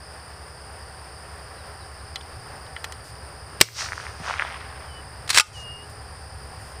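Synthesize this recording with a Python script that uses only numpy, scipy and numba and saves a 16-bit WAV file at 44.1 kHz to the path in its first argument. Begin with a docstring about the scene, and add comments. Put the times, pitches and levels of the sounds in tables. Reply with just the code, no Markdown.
"""An open hay field: insects shrill and a far engine drones throughout, a few metres from shooter to camera.
Birds whistle, catches click and cloth brushes as a shotgun is shouldered, then it fires once: bursts of noise.
Bales and two tree lines return wavelets and a grainy wash; a soft, low echo of the shot thuds back.
A bird whistles gliding tones, the action is racked with scrapes and ringing knocks, and cloth brushes again.
The microphone overloads on the bangs, and its gain control ducks the field after them."""
import sys
import numpy as np
from scipy import signal
from scipy.fft import rfft, irfft
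from scipy.io import wavfile
from numba import njit

SR = 44100
rng = np.random.default_rng(int(sys.argv[2]) if len(sys.argv) > 2 else 0)


def transcribe(signal):
    """Save signal, clipped to [-1, 1], as a 16-bit WAV file at the path in sys.argv[1]."""
    frames = np.atleast_2d(signal).T
    limited = np.clip(frames, -1, 1)
    pcm = np.round(limited * 32767).astype(np.int16)
    wavfile.write(sys.argv[1], SR, pcm)


N = 299880
T = np.arange(N) / SR  # s

# Pressure fronts of the shot. Each row: start in seconds, level in dB, length in seconds, t60 in seconds,
# ring of the microphone housing in dB above that level.
BLAST = [(3.6037, -20, 0.0018, 0.01, -29), (3.6117, 5, 0.0026, 0.0098, -1.5),
         (3.6151, 13, 0.0024, 0.0023, -9), (3.6202, -4.5, 0.002, 0.067, 0)]
MUZZLE_S = BLAST[2][0]  # the strongest front


def undb(db):
    """Decibels to gain."""
    return 10 ** (np.asarray(db) / 20)


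def unit(x):
    """Scale to rms 1."""
    return x / np.sqrt(np.mean(x ** 2))


def curve(rows):
    """The columns of a table, joined by straight lines in time."""
    s, *columns = np.transpose(rows)
    return [np.interp(T, s, c) for c in columns]


def noise():
    """White noise of rms 1."""
    return rng.standard_normal(N)


def walk(rate):
    """Random wander: normal draws, rate per second, joined by straight lines."""
    return np.interp(T * rate, np.arange(4096), rng.standard_normal(4096))


def colour(x, points, size=4096):
    """Causal filter shaped by (Hz, relative dB) points that keeps the power of white noise."""
    hz, db = np.transpose(points)
    bins = np.maximum(np.fft.rfftfreq(size, 1 / SR), 1)
    gains_db = np.interp(np.log(bins), np.log(hz), db)
    # folding the cepstrum onto its first half gives minimum phase
    cepstrum = irfft(np.log(undb(gains_db)))
    cepstrum[size // 2:] = 0
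    response = irfft(np.exp(2 * rfft(cepstrum)))
    return signal.fftconvolve(x, response / np.linalg.norm(response))[:N]


def band(x, hz, width):
    """A resonance applied twice, for steep skirts."""
    b, a = signal.iirpeak(min(hz, SR / 2 - 1), hz / min(width, SR / 3), fs=SR)
    once = signal.lfilter(b, a, x)
    return signal.lfilter(b, a, once)


def burst(start, length, t60):
    """Envelope that jumps up, holds for a length and dies away."""
    out = np.zeros(N)
    alive = slice(int(start * SR), int((start + length + 2 * t60) * SR))
    out[alive] = np.exp(-np.log(1000) * np.maximum(T[alive] - start - length, 0) / t60)
    return out


def ring(start, hz, t60):
    """One struck mode: a sine that starts at full strength and dies away."""
    out = burst(start, 0, t60)
    alive = out > 0
    out[alive] *= np.sin(2 * np.pi * hz * (T[alive] - start))
    return out


def struck(force, modes):
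    """A body of (Hz, dB, t60) modes driven by a force."""
    response = sum((-1) ** k * undb(db) * ring(0, hz, t60) for k, (hz, db, t60) in enumerate(modes))
    return signal.fftconvolve(force, response[:SR // 2])[:N]


@njit
def follow(x, attack, release):
    """Level detector with one step share for rising and another for falling."""
    out, e = np.empty(len(x)), 0.
    for i in range(len(x)):
        e += (abs(x[i]) - e) * (attack if abs(x[i]) > e else release)
        out[i] = e
    return out


def shot(housing_hz=5280, housing_width_hz=900, hiss_db=-31, hiss_t60=0.57):
    """Hammer, muzzle blast and its ground bounces; they set the camera's housing and mount ringing."""
    # Tone of the blast. Each row: frequency in Hz, relative level in dB.
    blast_colour = [(25, -7), (110, 14), (220, -0.5), (400, 6.5), (800, -2), (1500, 6), (3500, 3.5),
                    (6500, -4.5), (8200, 4.5), (11000, -10.5), (15000, -14)]
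    # The blast shakes the camera on its mount. Each row: frequency in Hz, level in dB, t60 in seconds.
    mount_modes = [(114.8, -22.5, 0.5), (129, 3.5, 0.03), (308, -11, 0.026)]
    fronts = sum(undb(db) * burst(s, length, t60) for s, db, length, t60, _ in BLAST)
    shaken = sum(undb(db + ring_db) * burst(s, length, t60) for s, db, length, t60, ring_db in BLAST)
    housing = shaken * unit(band(noise(), housing_hz, housing_width_hz))
    mount = sum(undb(db) * ring(MUZZLE_S, hz, t60) for hz, db, t60 in mount_modes)
    # the nearest blades throw back the brightest part
    hiss = undb(hiss_db) * burst(MUZZLE_S, 0, hiss_t60) * noise()
    return colour(fronts * noise(), blast_colour) + housing + mount + hiss


def returning(s, build, t60):
    """Envelope of the return from one stand: it builds up as the front reaches it, then dies away."""
    fired = T > MUZZLE_S
    rise = -(np.minimum(T - s, 0) / build) ** 2
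    fall = -np.log(1000) * np.maximum(T - s, 0) / t60
    return fired * np.exp(rise + fall)


def wavelet(hz, cycles):
    """The report after one reflection: a short swing of pressure, centred in 10 ms."""
    t = T[:SR // 100]
    turns = (t - t.mean()) * hz
    return -np.cos(2 * np.pi * turns) * np.exp(-(turns / cycles) ** 2)


def echoes(cycles=0.72, lag_s=0.0007, grain_db=4.5, grain_rate=600, trunk_spread_db=3):
    """The report returns as short wavelets from single objects and as a grainy wash from foliage."""
    # Loudest single echoes, off bales and trunks. Each row: time in seconds before the lag, peak in dB,
    # centre in Hz.
    loudest = [(3.687, -11.5, 1800), (3.819, -15, 1570), (3.861, -23, 1172), (3.887, -20, 1770),
               (3.921, -13.5, 1640), (3.932, -16, 1630), (3.979, -18, 1470), (4.0, -20.5, 1430),
               (4.067, -18.5, 1750), (4.279, -17, 1130), (4.298, -14, 1010), (4.309, -13.5, 1170),
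               (4.339, -15, 1890), (4.396, -6, 2020), (4.401, -14, 1500), (4.422, -6.5, 1580),
               (4.45, -18.5, 1090)]
    # Stands of grass and trees. Each row: strongest return in seconds, body in dB, leaf hiss in dB,
    # build-up in seconds, t60 in seconds.
    stands = [(3.63, -37, -19, 0.01, 0.29), (3.818, -31, -26, 0.05, 0.3), (4.02, -43.5, -47.5, 0.081, 1.2),
              (4.302, -30, -41.5, 0.057, 0.57), (4.425, -37.5, -64, 0.04, 1.8)]
    # Tone of the boughs. Each row: frequency in Hz, relative level in dB.
    body_colour = [(100, -21), (350, -19), (700, -2), (1200, 2.5), (2000, 1.5), (3200, -6.5), (6000, -21),
                   (12000, -62)]
    # Tone of the leaves. Each row: frequency in Hz, relative level in dB.
    leaf_colour = [(800, -16), (2500, -5), (3600, -2.5), (4700, 4.5), (6000, 4), (7200, -6), (9000, -7.5),
                   (11000, -23), (15000, -33)]
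    leaf_lead_s = 0.013  # the outer leaves answer before the boughs
    trunk_rate, trunk_db, trunk_hz, trunk_octaves = 36, -3, 1410, 0.34  # per s, dB, centre Hz, spread
    trunk_follows = 0.62  # share of the wash's rise and fall in dB that the trunk echoes follow

    body = sum(undb(db) * returning(s, build, t60) for s, db, _, build, t60 in stands)
    leaves = sum(undb(db) * returning(s - leaf_lead_s, build, t60) for s, _, db, build, t60 in stands)
    singles = [(s + lag_s, undb(db), hz) for s, db, hz in loudest]
    # the many lesser trunks, scattered in time, level and pitch
    for k, (early, loud, high) in enumerate(rng.uniform(-1, 1, size=(48, 3))):
        s = stands[1][0] + (k + 1 + early) / trunk_rate
        size = np.interp(s, T, body) ** trunk_follows * undb(trunk_db + trunk_spread_db * loud)
        singles.append((s, size, trunk_hz * 2 ** (trunk_octaves * high)))
    out = np.zeros(N)
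    for s, size, hz in singles:
        swing = wavelet(hz, cycles)
        i = min(int(s * SR) - len(swing) // 2, N - len(swing))
        out[i:i + len(swing)] += size * swing
    # boughs answer more strongly than the gaps between
    crackle = undb(grain_db * np.minimum(walk(grain_rate), 2))
    boughs = body * colour(unit(noise() * crackle), body_colour)
    return out + boughs + leaves * colour(noise(), leaf_colour)


def low_echo(start_s=4.202, level_db=-38, hz=117, width_hz=110, length_s=0.016, t60=0.027):
    """A soft, low echo of the shot thuds back: a short burst of narrow noise."""
    return undb(level_db) * burst(start_s, length_s, t60) * unit(band(noise(), hz, width_hz))


def rack(steel_db=-41, stock_db=-22.5, scrape_db=-2, chatter_db=4, chatter_rate=450):
    """Steel parts scrape and slam home, ringing the receiver; a knock's heft sets the whole gun's ring."""
    # Knocks of slide, bolt and shell. 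Each row: start in seconds, relative level in dB, length in seconds,
    # heft in dB.
    hits = [(5.277, -31, 0.003, -3), (5.2923, -20.5, 0.004, -6), (5.3017, -14.5, 0.0054, 3),
            (5.345, -15, 0.0022, -14), (5.361, -22, 0.0021, -4), (5.3743, -2.5, 0.00079, -16),
            (5.3792, -11, 0.0015, -17), (5.3831, 1.5, 0.0045, -19), (5.3976, 5, 0.0018, 11),
            (5.406, 0, 0.0014, 3)]
    # Tone of scrape and knocks. Each row: frequency in Hz, relative level in dB.
    rack_colour = [(60, -24), (200, -29), (350, -17.5), (650, -14), (1300, -6.5), (2000, -2.5),
                   (3000, -5.5), (4200, -3), (6200, -9), (8200, -9), (9400, -10), (11000, -20.5),
                   (15000, -28)]
    # Ring of barrel and receiver. Each row: frequency in Hz, relative level in dB, t60 in seconds.
    gun_modes = [(1750, -5, .05), (2363, -7, .04), (2682, -4, .06), (2965, -4, .06), (4105, 1, .04),
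                 (4214, 0, .04), (4298, -2, .04), (4445, -1, .04), (4538, -3, .04), (4662, -1, .04),
                 (4746, -2, .04), (5275, 2, .05), (5631, -1, .04), (7311, 0, .035), (8160, -4, .025),
                 (8960, -4, .025)]
    # Ring of the whole gun. Each row: frequency in Hz, relative level in dB, t60 in seconds.
    stock_modes = [(872, -5, .09), (1235, 0, .11), (1450, -6, .09)]
    # Slide back and forward. Each row: start in seconds, length in seconds, relative level at the end in dB.
    strokes = [(5.303, 0.018, -33), (5.327, 0.045, -17)]
    knock_t60, stroke_t60 = 0.023, 0.061  # s
    growth_db_per_s = 290  # the scrape grows as the slide gathers speed

    knocks = sum(undb(db) * burst(s, length, knock_t60) for s, db, length, _ in hits)
    sliding = 0
    for s, length, db in strokes:
        growth_db = growth_db_per_s * np.minimum(T - s - length, 0)
        sliding = sliding + undb(db + growth_db) * burst(s, length, stroke_t60)
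    chatter = unit(undb(chatter_db * walk(chatter_rate)))  # the slide sticks and slips on its rails
    force = noise() * (knocks + sliding * chatter)
    blows = np.zeros(N)
    for s, db, _, heft_db in hits:
        blows[int(s * SR)] = undb(db + heft_db)
    scrape = undb(scrape_db) * colour(force, rack_colour)
    steel = undb(steel_db) * struck(force, gun_modes)
    return scrape + steel + undb(stock_db) * struck(blows, stock_modes)


def handling():
    """Small catches click and ring, and cloth brushes, as the gun is raised and lowered."""
    # Catches on gun and gear. Each row: start in seconds, level in dB, length in seconds, centre in Hz,
    # width in Hz, ring in dB above that level.
    clicks = [(2.158, -26, 0.0011, 3300, 3000, 2), (2.209, -42.5, 0.0037, 3450, 2500, 0),
              (2.663, -44, 0.0022, 4000, 1500, -6), (2.764, -37, 0.0016, 2140, 1700, 10.5),
              (2.8425, -29, 0.0046, 2010, 5840, -1.5), (2.9225, -32.5, 0.0005, 4150, 8000, -3)]
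    # Ring of the catches. Each row: frequency in Hz, relative level in dB, t60 in seconds.
    catch_modes = [(870, 8, 0.018), (1376, 2, 0.034), (1790, 1, 0.024), (2020, 2.5, 0.02), (2380, -5, 0.02),
                   (3010, -3.5, 0.045), (3310, -6, 0.05), (4080, -8, 0.056), (4520, -5, 0.03),
                   (8600, 0, 0.02)]
    # Brushes of cloth. Each row: start in seconds, level in dB, length in seconds, centre in Hz, width in Hz.
    brushes = [(3.042, -53, 0.058, 5940, 10000), (5.46, -47, 0.016, 5540, 5000),
               (5.53, -50, 0.09, 5400, 3500), (5.897, -53, 0.006, 7000, 10000),
               (6.59, -58, 0.13, 6950, 9000)]
    click_t60, brush_t60 = 0.019, 0.11  # s

    ticks, taps = 0, 0
    for s, db, length, hz, width, ring_db in clicks:
        ticks = ticks + undb(db) * burst(s, length, click_t60) * unit(band(noise(), hz, width))
        impulse = signal.unit_impulse(N, int(s * SR)) + 1e-18  # the tiny offset is inaudible
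        taps = taps + undb(db + ring_db) * band(impulse, hz, width)
    cloth = 0
    for s, db, length, hz, width in brushes:
        cloth = cloth + undb(db) * burst(s, length, brush_t60) * unit(band(noise(), hz, width))
    return ticks + struck(taps, catch_modes) + cloth


def grass(x, wet_db=-25, t60=0.27):
    """The grass all round scatters a faint, short tail of decaying noise."""
    tail = (noise() * burst(0, 0, t60))[:SR // 2]
    return x + undb(wet_db) * signal.fftconvolve(x, tail / np.linalg.norm(tail))[:N]


def birds(waver=0.0031, flutter_db=2.0):
    """Thin pure whistles that swell and fade while they slide towards a pitch; some lift at the close."""
    # Bird notes. Each row: start in seconds, length in seconds, level in dB before flutter, swell in seconds,
    # starting pitch in Hz, pitch it settles towards in Hz, glide time in seconds, closing lift in Hz.
    notes = [(1.56, 0.068, -53, 0.025, 4450, 3400, 0.053, 0),
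             (1.79, 0.06, -54, 0.022, 4500, 3400, 0.045, 0),
             (1.995, 0.028, -56, 0.008, 3600, 4400, 0.015, 0),
             (4.845, 0.18, -43, 0.14, 3390, 2960, 0.036, 30),
             (5.526, 0.34, -38.5, 0.054, 3520, 2840, 0.016, 260)]
    fade_share, lift_time_s = 0.31, 0.0195  # a note fades over this share of its length
    out, pitch_wander, flutter = 0, 1 + waver * walk(74), undb(flutter_db * walk(49))
    for s, length, db, swell_s, start_hz, end_hz, glide_s, lift_hz in notes:
        age = np.clip(T - s, 0, length)
        left = length - age
        glide = (start_hz - end_hz) * np.exp(-age / glide_s)
        hz = end_hz + glide + lift_hz * np.exp(-left / lift_time_s)
        effort = np.minimum(age / swell_s, 1) * np.minimum(left / (fade_share * length), 1)
        out = out + effort * undb(db) * np.sin(2 * np.pi * np.cumsum(hz * pitch_wander) / SR)
    return out * flutter


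def insects(throb_db=1.5, swell_db=0.2, unsteady=0.173):
    """Many stridulating insects blur into shrill bands of noise that throb with their wing strokes."""
    # Choruses. Each row: centre in Hz, width in Hz, mid level in dB, mean wing strokes per second.
    choruses = [(4760, 510, -55, 33), (5063, 480, -54.5, 46), (9120, 560, -55, 97), (9570, 210, -59.5, 31),
                (8620, 1200, -60, 58)]
    out = 0
    for hz, width, db, rate in choruses:
        strokes = np.sin(2 * np.pi * np.cumsum(rate * (1 + unsteady * walk(15))) / SR)
        level_db = db + throb_db * strokes + swell_db * walk(4.32)
        out = out + unit(band(noise(), hz, width)) * undb(level_db)
    return out


def field(waver=0.0051, flicker_db=1.2):
    """A far engine with three wavering tones and a rumble, under a soft, faintly humming wash of air."""
    # Tones of the far engine. Each row: mean frequency in Hz, level in dB.
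    drone = [(66.4, -49), (76, -51), (153, -59.5)]
    # The engine's rumble over time. Each row: time in seconds, level in dB.
    rumble_level = [(0, -51), (1.4, -48.5), (2.5, -45.5), (4.4, -46.5), (5.2, -43), (6.8, -45.5)]
    # Tone of the rumble. Each row: frequency in Hz, relative level in dB.
    rumble_colour = [(20, -19), (45, -15.5), (70, -4), (100, -3), (135, -9.5), (175, -27), (300, -23),
                     (900, -101)]
    # Distant wash of wind and road over time. Each row: time in seconds, level in dB before flicker.
    air_level = [(0, -45), (2.3, -43.5), (6.8, -45)]
    # Tone of the wash. Each row: frequency in Hz, relative level in dB.
    air_colour = [(30, -17), (180, 2), (280, -4), (400, 3.5), (560, 5.5), (780, 5.5), (1050, 5.5),
                  (1400, 3), (1800, 3), (2200, -5), (2700, -6), (3600, -12.5), (6500, -19.5), (11000, -24),
                  (15000, -24)]
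    # Narrow hums in the wash. Each row: centre in Hz, width in Hz, level in dB.
    whine = [(419.5, 10.5, -61), (493, 17, -70.5), (770.2, 32, -56)]
    tones = 0
    for hz, db in drone:
        turns = np.cumsum(hz * (1 + waver * walk(4.76))) / SR
        tones = tones + undb(db) * unit(np.sin(2 * np.pi * turns))
    rumble = undb(curve(rumble_level)[0]) * colour(noise(), rumble_colour)
    air = undb(curve(air_level)[0] + flicker_db * walk(13)) * colour(noise(), air_colour)
    hums = sum(undb(db) * unit(band(noise(), hz, width)) for hz, width, db in whine)
    return tones + rumble + air + hums


def scene():
    """Everything that reaches the one microphone; the grass adds its tail to the gun, gear and low echo."""
    scattered = grass(shot() + low_echo() + rack() + handling())
    return (scattered + echoes() + birds() + insects() + field())[None]


def record(dry, dip_hz=6200, dip_width_hz=800, dip_depth=0.25, knee_db=-12.5, attack_s=0.0039, release_s=0.088):
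    """A microphone with a treble dip; gain control ducks after loud bangs, too late to stop them clipping."""
    top_hz = 15350  # nearly nothing passes above this
    sound = dry - min(dip_depth, 1) * band(dry, dip_hz, dip_width_hz)
    heard = follow(sound[0], 1 / (attack_s * SR), 1 / (release_s * SR))
    ducking = np.maximum(heard / undb(knee_db), 1)
    clipped = np.clip(sound / ducking, -1, 1)
    lowpass = signal.ellip(10, .1, 90, top_hz, fs=SR, output="sos")
    return signal.sosfilt(lowpass, clipped)


dry = scene()
out = record(dry)
transcribe(out)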